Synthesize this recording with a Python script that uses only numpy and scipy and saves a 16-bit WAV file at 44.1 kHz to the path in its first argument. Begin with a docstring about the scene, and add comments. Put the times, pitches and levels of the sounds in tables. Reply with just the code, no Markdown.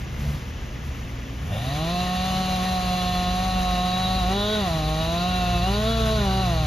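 """A tree crew works beyond a lawn, over distant traffic made of soft coloured noise.
At first metal clatters to a chainsaw's idle, above a chipper diesel's drone of wavering tones; a hum and a rustle pass.
After 1.3 s the saw sputters and howls up to speed: pulses ring its muffler and casing, noise hisses as its chain.
It labours in a cut, races free, bogs, races again and bogs once more, while high crank orders whine.
Trees and a fence scatter the saw's exhaust and rasp, and moving air makes its resonances waver."""
import sys
import numpy as np
from scipy import signal
from scipy.fft import rfft, irfft, next_fast_len
from scipy.io import wavfile
from scipy.ndimage import uniform_filter1d

SR = 44100
rng = np.random.default_rng(int(sys.argv[2]) if len(sys.argv) > 2 else 0)


def generate_wav(sig):
    """Save sig (samples, or channels by samples) to the path in sys.argv[1] as 16-bit PCM at SR."""
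    pcm = np.round(np.clip(np.atleast_2d(sig).T, -1, 1) * 32767).astype(np.int16)
    wavfile.write(sys.argv[1], SR, pcm)


N = 293706
TIME = np.arange(N) / SR
FREQS = np.fft.rfftfreq(N, 1 / SR)

IDLE_HZ = 48  # crank turns, and so firings, per second
BUILD_S = 0.24  # rasp and hiss build more slowly than the exhaust


def undb(db):
    """Decibels to gain."""
    return 10 ** (np.asarray(db) / 20)


def unit(x):
    """Scale to rms 1."""
    return x / np.sqrt(np.mean(x ** 2))


def steady(x):
    """Even out the loudness: hold the rms near 1 over a sliding fifth of a second."""
    return x / np.sqrt(uniform_filter1d(x ** 2, size=SR // 5) + 1e-18)


def curves(table):
    """The columns of a timed table, one value per sample."""
    s, *columns = np.transpose(table)
    return [np.interp(TIME, s, column) for column in columns]


def across(points):
    """Points joined on a log-frequency axis."""
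    hz, value = np.transpose(points)
    return np.interp(np.log(FREQS + 1), np.log(hz), value)


def colour(x, spectrum):
    """Filter by a spectrum of (frequency [Hz], level [dB])."""
    return irfft(rfft(x) * undb(across(spectrum)), N)


def noise():
    """White noise."""
    return rng.standard_normal(N)


def walk(rate):
    """Smooth random drift of spread 1 that changes about rate times a second."""
    size = next_fast_len(N // 32)
    hz = np.fft.rfftfreq(size, TIME[-1] / size)
    keep_slow = np.exp(-(hz / rate) ** 2) * (hz > 0)
    slow = irfft(rfft(rng.standard_normal(size)) * keep_slow, size)
    return unit(np.interp(TIME, np.linspace(0, TIME[-1], size), slow))


def resonate(x, modes, waver_db):
    """Steep resonances; moving air lets each one fade and swell on the way."""
    out = 0
    for hz, width, db in modes:
        edges = np.clip([hz - width / 2, hz + width / 2], 20, SR / 2 - 1)
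        bandpass = signal.butter(3, edges, "bandpass", fs=SR, output="sos")
        band = signal.sosfilt(bandpass, x)
        out = out + band * undb(db + waver_db * walk(17.0))
    return out


def scatter(x, t60, wet_db):
    """Trees and fence return a thin diffuse tail, different at each port; t60 in seconds."""
    t = TIME[:SR // 2]
    # the first returns come after 8 ms
    tail = rng.standard_normal((2, len(t))) * undb(-60 * t / t60) * (t > .008)
    tail /= np.sqrt(np.sum(tail ** 2, axis=1, keepdims=True))
    wet = signal.fftconvolve(x[None], tail, axes=1)[:, :N]
    return x + undb(wet_db) * wet


def wide(spectrum, side_db):
    """Coloured stereo noise of rms 1, mostly alike at both ports."""
    side = noise() * np.array([[1], [-1]])
    return unit(colour(noise() + undb(side_db) * side, spectrum))


def opening(seconds):
    """Rise from 0 to 1 once the throttle is pulled at 1.3 s."""
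    return np.clip((TIME - 1.3) / seconds, 0, 1)


def traffic():
    """Far roads blend into a soft, steady wash with a faint flutter."""
    # colour of distant traffic: (frequency [Hz], relative level [dB per Hz])
    road_colour = [(100, -9.5), (230, 2.5), (310, -4.5), (660, -9.5), (920, -13.5), (1550, -12.5),
                   (3000, -14.5), (4500, -24), (6800, -22), (9000, -104), (12500, -69)]
    return wide(road_colour, side_db=-8.5) * undb(-39.02 + 0.29 * walk(24))


def clatter():
    """Uneven idle firings shake loose metal, until the throttle opens."""
    # resonances of the loose metal: (frequency [Hz], width [Hz], level [dB])
    metal_modes = [(1180, 230, -2), (2050, 210, -1), (2670, 310, -5), (5330, 3200, -20)]
    turns = np.cumsum(IDLE_HZ * np.exp(0.12 * walk(33))) / SR
    knocks = np.exp(-(turns % 1) / 0.32) * undb(2.7 * walk(33)) * noise()
    metal = unit(resonate(knocks, metal_modes, waver_db=2.5)) * undb(-52)
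    return scatter(metal, t60=0.11, wet_db=-20) * (1 - opening(BUILD_S))


def chipper():
    """The diesel sags and recovers as its throb changes; uneven cylinders add half orders and rumble."""
    # engine speed: (time [s], firing rate [Hz])
    diesel_speed = [(0, 59.43), (2.3, 57.27), (2.9, 55.23), (3.35, 50.62), (3.9, 54.32), (5.35, 55.1),
                    (5.95, 60.8), (6.66, 59.3)]
    # loudness: (time [s], fundamental [dB], second harmonic [dB])
    diesel_level = [(0, -36.5, -39.5), (1.2, -38.5, -40), (3.25, -34.5, -41), (3.5, -28.5, -39),
                    (3.76, -27.5, -46), (3.95, -42, -38.5), (4.25, -25.5, -35.5), (4.5, -41, -40),
                    (4.85, -28.5, -38), (5.2, -35.5, -38.5), (5.6, -27, -35), (6.02, -26.5, -28),
                    (6.66, -28, -29)]
    # weaker orders: (multiple of the firing rate, level against the second harmonic [dB])
    half_orders = [(2.5, -13.5)]
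    # colour of the engine rumble: (frequency [Hz], relative level [dB per Hz])
    rumble_colour = [(20, -42), (31, -4), (40, -0.5), (55, -4.5), (77, 3.5), (98, -11), (135, -6.5),
                     (200, -12), (300, -45.5)]
    hz, = curves(diesel_speed)
    first_db, second_db = curves(diesel_level)
    phase = 2 * np.pi * np.cumsum(hz * (1 + 0.005 * walk(11.0))) / SR
    drone = np.cos(phase) * undb(first_db)
    drone += np.cos(2 * phase) * undb(second_db + 1.6 * walk(3.1))
    for order, db in half_orders:
        drone += np.sin(order * phase) * undb(second_db + db + 6.7 * walk(3.1))
    throb = -np.sqrt(2) * drone * undb(1.25 * walk(28))
    rumble = wide(rumble_colour, side_db=-57) * undb(-34.5 + 1.5 * walk(17))
    return throb + rumble


def hum(s, length, hz, db):
    """One wavering tone that swells and fades around time s."""
    phase = 2 * np.pi * np.cumsum(hz * (1 + 0.0097 * walk(20.0))) / SR
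    return np.sqrt(2) * np.sin(phase) * undb(db) * np.exp(-((TIME - s) / length) ** 2)


def hums():
    """Low hums with harmonics, and faint higher ones, swell and fade within a moment."""
    # low hums: (time [s], length [s], fundamental [Hz], level before the harmonic's own [dB])
    low_hums = [(0.273, 0.096, 71.8, -30), (2.336, 0.33, 73.3, -40.5)]
    # harmonics of every low hum: (multiple, level [dB])
    hum_harmonics = [(1, 1.5), (2, 3), (3, -10)]
    # higher hums: (time [s], length [s], frequency [Hz], level [dB])
    faint_hums = [(0.454, 0.14, 265.3, -49.5), (1.275, 0.28, 266.8, -44.5)]
    out = 0
    for s, length, hz, db in low_hums:
        for order, relative_db in hum_harmonics:
            out = out + hum(s, length, order * hz, db + relative_db)
    for row in faint_hums:
        out = out + hum(*row)
    return out


def rustle():
    """A short hiss of coloured noise swells and fades over the idle."""
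    # colour of the rustle: (frequency [Hz], relative level [dB per Hz])
    rustle_colour = [(500, 4), (2050, -5), (4200, -6.5), (7000, -13), (8500, -15)]
    peak_s, length_s = 0.29, 0.13
    swell = np.exp(-((TIME - peak_s) / length_s) ** 2)
    return wide(rustle_colour, side_db=-22) * undb(-41 + 1.3 * walk(45)) * swell


def firings(turns, scatter_db):
    """One sharp pulse per crank turn, each of its own strength."""
    at = np.interp(np.arange(1, int(turns[-1])), turns, np.arange(N))
    size = undb(scatter_db * noise()[:len(at)])
    # a windowed sinc places each pulse between samples
    taps = at.astype(int)[:, None] + np.arange(-7, 9)
    offset = taps - at[:, None]
    shape = np.sinc(offset) * np.cos(np.pi * offset / 16) ** 2
    return np.bincount(np.clip(taps, 0, N - 1).ravel(), (size[:, None] * shape).ravel(), N)


def loudness(hz, law):
    """Gain of one part of the saw: it grows with speed up to the cut, and may shift again when racing."""
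    cut_hz, race_hz = 176.7, 207  # firing rates in a steady cut and when racing free
    cut_db, db_per_octave, race_db = law
    racing = np.clip((hz - cut_hz) / (race_hz - cut_hz), 0, 1)
    slowing_octaves = np.minimum(np.log2(hz / cut_hz), 0)
    return undb(cut_db + db_per_octave * slowing_octaves + race_db * racing)


def pumping(hz, turns):
    """Gas surging from the outlet gives the two lowest harmonics; the fundamental trails each firing."""
    # strength of the surge: (firing rate [Hz], fundamental [dB], second harmonic [dB])
    surge_level = [(70, -29.5, -59), (94.5, -29, -41), (176.76, -29, -38.5), (185.5, -29, -50.5),
                   (189.7, -27.5, -34), (231.4, -30, -29.5)]
    speed, first_db, second_db = np.transpose(surge_level)
    first = np.sin(2 * np.pi * turns) * undb(np.interp(hz, speed, first_db) + 1.08 * walk(17.0))
    second = np.cos(4 * np.pi * turns) * undb(np.interp(hz, speed, second_db) + 1.7 * walk(29))
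    return np.sqrt(2) * (first + second)


def casing(hz, drive):
    """The casing rings with every firing; its highest resonances wake only as the saw gathers speed."""
    # casing resonances: (frequency [Hz], width [Hz], level [dB])
    casing_modes = [(1870, 187, -2), (2331, 230, -8), (2780, 267, -3), (3048, 273, -7), (3483, 216, -0.5),
                    (3953, 330, 3), (4450, 270, -2.5), (6430, 520, -12)]
    dull_hz, bright_hz = 115, 160  # firing rates where the top is absent and complete
    ring = steady(resonate(drive, casing_modes, waver_db=2.3))
    above = 1 - 1 / (1 + (FREQS / 3570) ** 20)  # keeps what lies over 3570 Hz
    top = irfft(rfft(ring) * above, N)
    return ring - top * np.clip((bright_hz - hz) / (bright_hz - dull_hz), 0, 1)


def whines(hz, turns):
    """High crank orders swell as they catch a resonance of bar and casing; they smear when the saw bogs."""
    # narrow resonances of bar and casing: (frequency [Hz], width [Hz], level [dB])
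    bar_rings = [(2320, 120, -16.5), (2690, 170, -7), (2923, 194, -8.5), (3418, 140, -7), (3860, 196, 0.5),
                 (4320, 300, -9.5), (5030, 190, -16), (6160, 1100, -23.5)]
    # parts that sing out: (time [s], length [s], centre [Hz], width [Hz], boost [dB])
    whine_swells = [(2.349, 0.16, 3020, 120, 11.5), (3.102, 0.23, 4150, 220, 9.5),
                    (3.103, 0.21, 3460, 100.1, 8.5), (3.972, 0.36, 3895, 132, 9.5),
                    (4.481, 0.15, 3545, 476, 12), (5.421, 0.35, 2701, 210.2, 4.5),
                    (5.249, 0.31, 3866, 150.7, 6.5), (5.98, 0.35, 3600, 260, 6.5)]
    fan_order, fan_db = 15, 6  # this order sings above its neighbours, likely the flywheel's fan
    swells = []
    for s, length, centre, width, db in whine_swells:
        swells.append((centre, width, db * np.exp(-((TIME - s) / length) ** 4)))
    flutter = np.interp(hz, [155, 176], [.5, .12])  # phase spread in radians
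    out = 0
    for order in range(12, 37):
        pitch = order * hz
        catch = sum(undb(db) / (1 + (2 * (pitch - centre) / width) ** 2)
                    for centre, width, db in bar_rings)
        swell_db = sum(db * np.exp(-np.minimum(((pitch - centre) / width) ** 2, 20))
                       for centre, width, db in swells)
        phase = 2 * np.pi * order * turns + 0.41 * walk(25) + flutter * walk(100)
        tone = np.sqrt(2) * np.sin(phase)
        out = out + tone * catch * undb(swell_db + fan_db * (order == fan_order) + 1.64 * walk(28))
    return out


def howl(turns):
    """A rough band, throbbing with the firings, climbs as the chain gets under way."""
    # the climb: (time [s], centre [Hz], level [dB])
    howl_path = [(1.4, 3400, -63), (1.6, 3680, -43), (1.7, 3810, -44), (1.86, 4230, -74)]
    width_hz = 260
    hz, db = curves(howl_path)
    phase = 2 * np.pi * np.cumsum(hz) / SR
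    band = walk(width_hz) * np.cos(phase) + walk(width_hz) * np.sin(phase)
    return unit(band * np.exp(-(turns % 1) / 1.4)) * undb(db)


def sputter(turns):
    """Rich, ragged firings burst through the muffler before the saw clears into a tone."""
    # muffler band that they shake: (frequency [Hz], width [Hz], level [dB])
    sputter_band = [(646, 240, 0)]
    peak_s, length_s = 1.547, 0.12
    puffs = np.exp(-(turns % 1) / .45) * noise()
    burst = steady(resonate(puffs, sputter_band, waver_db=4))
    return burst * undb(-40) * np.exp(-((TIME - peak_s) / length_s) ** 4)


def chainsaw():
    """Firings ring muffler and casing; a puff of gas follows each; the chain hisses round the bar."""
    # crank speed with the throttle open: (time [s], firing rate [Hz])
    saw_speed = [(1.42, 72.74), (1.59, 112.5), (1.7, 138.5), (1.81, 158.8), (1.93, 176.4), (2.11, 182.6),
                 (2.36, 186.8), (2.75, 183.6), (3.0, 181.5), (3.28, 180.4), (3.44, 186), (3.78, 180.8),
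                 (3.98, 183.9), (4.17, 187.7), (4.24, 177.6), (4.35, 198.4), (4.53, 214.7), (4.59, 208.9),
                 (4.7, 164.5), (4.82, 153.5), (4.98, 158.1), (5.3, 183.2), (5.61, 175.1), (5.75, 206),
                 (5.9, 228.1), (6.15, 215.8), (6.29, 189.4), (6.41, 189.3), (6.56, 160.8), (6.66, 149.9)]
    # slow drift in loudness: (time [s], muffler [dB], hiss [dB])
    saw_drift = [(1.5, -1, -1), (2.4, 1.5, 2.5), (3.1, 1.5, 2), (3.7, 3, 1.5), (5.4, 1.45, 0),
                 (6.1, 3.4, 2.6), (6.66, 0.7, -1.5)]
    # muffler resonances: (frequency [Hz], width [Hz], level [dB])
    muffler_modes = [(529, 162, -11.5), (706, 148, 1.5), (1056, 159, -8.5), (1275, 110, -13)]
    # a bright exhaust resonance that swells at moments late on, mostly as the saw races:
    # (frequency [Hz], width [Hz], level [dB])
    bark_mode = [(1424, 176, 0)]
    # loudness of that bark: (time [s], level [dB])
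    bark_level = [(1.5, -51), (4.15, -47), (4.5, -36.5), (4.8, -51), (5.35, -38), (5.6, -43), (5.95, -38),
                  (6.66, -45)]
    # colours of the chain hiss and its finest part: (frequency [Hz], relative level [dB per Hz])
    chain_colour = [(200, -1.5), (600, 7.5), (850, 5.5), (1200, 8.5), (1620, 4), (1900, 3), (2900, 6.5),
                    (4200, -2.5), (5000, 1), (5550, -3), (6150, 2), (7500, -5), (9500, -112)]
    chain_top_colour = [(5500, -6), (7600, -72), (8800, 21), (10300, 15.5), (12300, 11.5), (13700, 10.5),
                        (15500, 4)]
    # loudness of each part: (level at cutting speed [dB], loss per octave below it [dB],
    # change when racing [dB])
    muffler_law = (-29.5, 14.5, -2.4)
    rasp_law = (-37, 2.8, -0.24)
    whine_law = (-42.5, 13.4, 0.64)
    chain_law = (-39, 5.6, 0)
    chain_top_law = (-48.5, 0.8, 0)

    hz, = curves(saw_speed)
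    muffler_db, hiss_db = curves(saw_drift)
    bark_db, = curves(bark_level)
    throttle, build = opening(.17), opening(BUILD_S)
    hz = IDLE_HZ + throttle * (hz - IDLE_HZ)
    # the uneven bite of the chain jostles the crank
    turns = np.cumsum(hz * (1 + 0.0035 * walk(12))) / SR
    pulses = steady(firings(turns, scatter_db=0.5))
    # at low speed the cylinder scavenges badly and burns roughly
    rough_db = np.interp(hz, [95, 150], [10, 0])
    puffs = unit(np.exp(-(turns % 1) / 1.9) * noise()) * undb(rough_db)
    gas = colour(puffs, [(200, -33), (750, -22.0), (1100, -16.5), (1500, -9.0)])

    muffler = steady(resonate(pulses + gas, muffler_modes, waver_db=1.0)) * loudness(hz, muffler_law)
    exhaust = scatter(muffler * undb(muffler_db) + sputter(turns), t60=1.0, wet_db=-14.5)
    exhaust = exhaust + scatter(pumping(hz, turns), t60=0.82, wet_db=-22.5)

    bark = steady(resonate(pulses + undb(-6) * puffs, bark_mode, waver_db=2)) * undb(bark_db)
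    rasp = casing(hz, pulses + undb(-2.5) * puffs) * loudness(hz, rasp_law)
    rasp = rasp + whines(hz, turns) * loudness(hz, whine_law)

    chain = wide(chain_colour, side_db=-8.0) * loudness(hz, chain_law)
    chain = chain + wide(chain_top_colour, side_db=-91.0) * loudness(hz, chain_top_law)
    # moving air makes the hiss flutter, and each firing jerks the chain
    flutter_db = 1.0 * walk(25) + 0.27 * walk(150)
    jerk_db = 0.5 * np.cos(2 * np.pi * turns)
    chain = chain * undb(hiss_db + flutter_db + jerk_db)

    treble = scatter(rasp + bark + howl(turns), t60=0.2, wet_db=-11) + chain
    # both stay low at idle and rise with the throttle
    return exhaust * undb(-24 * (1 - throttle)) + treble * undb(-22 * (1 - build))


def ports(x):
    """Sound reaches the two microphone ports with different phase and strength."""
    # lag between the ports: (frequency [Hz], phase by which left leads [radians])
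    port_phase = [(200, 0), (720, .55), (1100, .8), (1450, 1.9), (1850, .1), (2900, .4), (4700, .15),
                  (6700, -.9), (8000, -2.9), (9500, -3.5), (10600, -5.9), (13200, -6.7), (14500, -9.2)]
    # strength at the ports: (frequency [Hz], left minus right [dB])
    port_balance = [(110, 0), (200, -.5), (370, .5), (680, -2), (1260, 4), (2310, 1.6), (4240, 0)]
    tilt = undb(across(port_balance) / 2)
    right = np.exp(-1j * across(port_phase)) / tilt
    return irfft(rfft(x) * np.array([tilt, right]), N)


def scene():
    """Saw and chipper over the background."""
    background = traffic() + hums() + rustle()
    return ports(clatter() + chipper() + chainsaw() + background)


def record(dry):
    """A steep low-pass cuts the top above 15.5 kHz."""
    return signal.sosfilt(signal.ellip(8, .2, 70, 15500, fs=SR, output="sos"), dry)


dry = scene()
out = record(dry)
generate_wav(out)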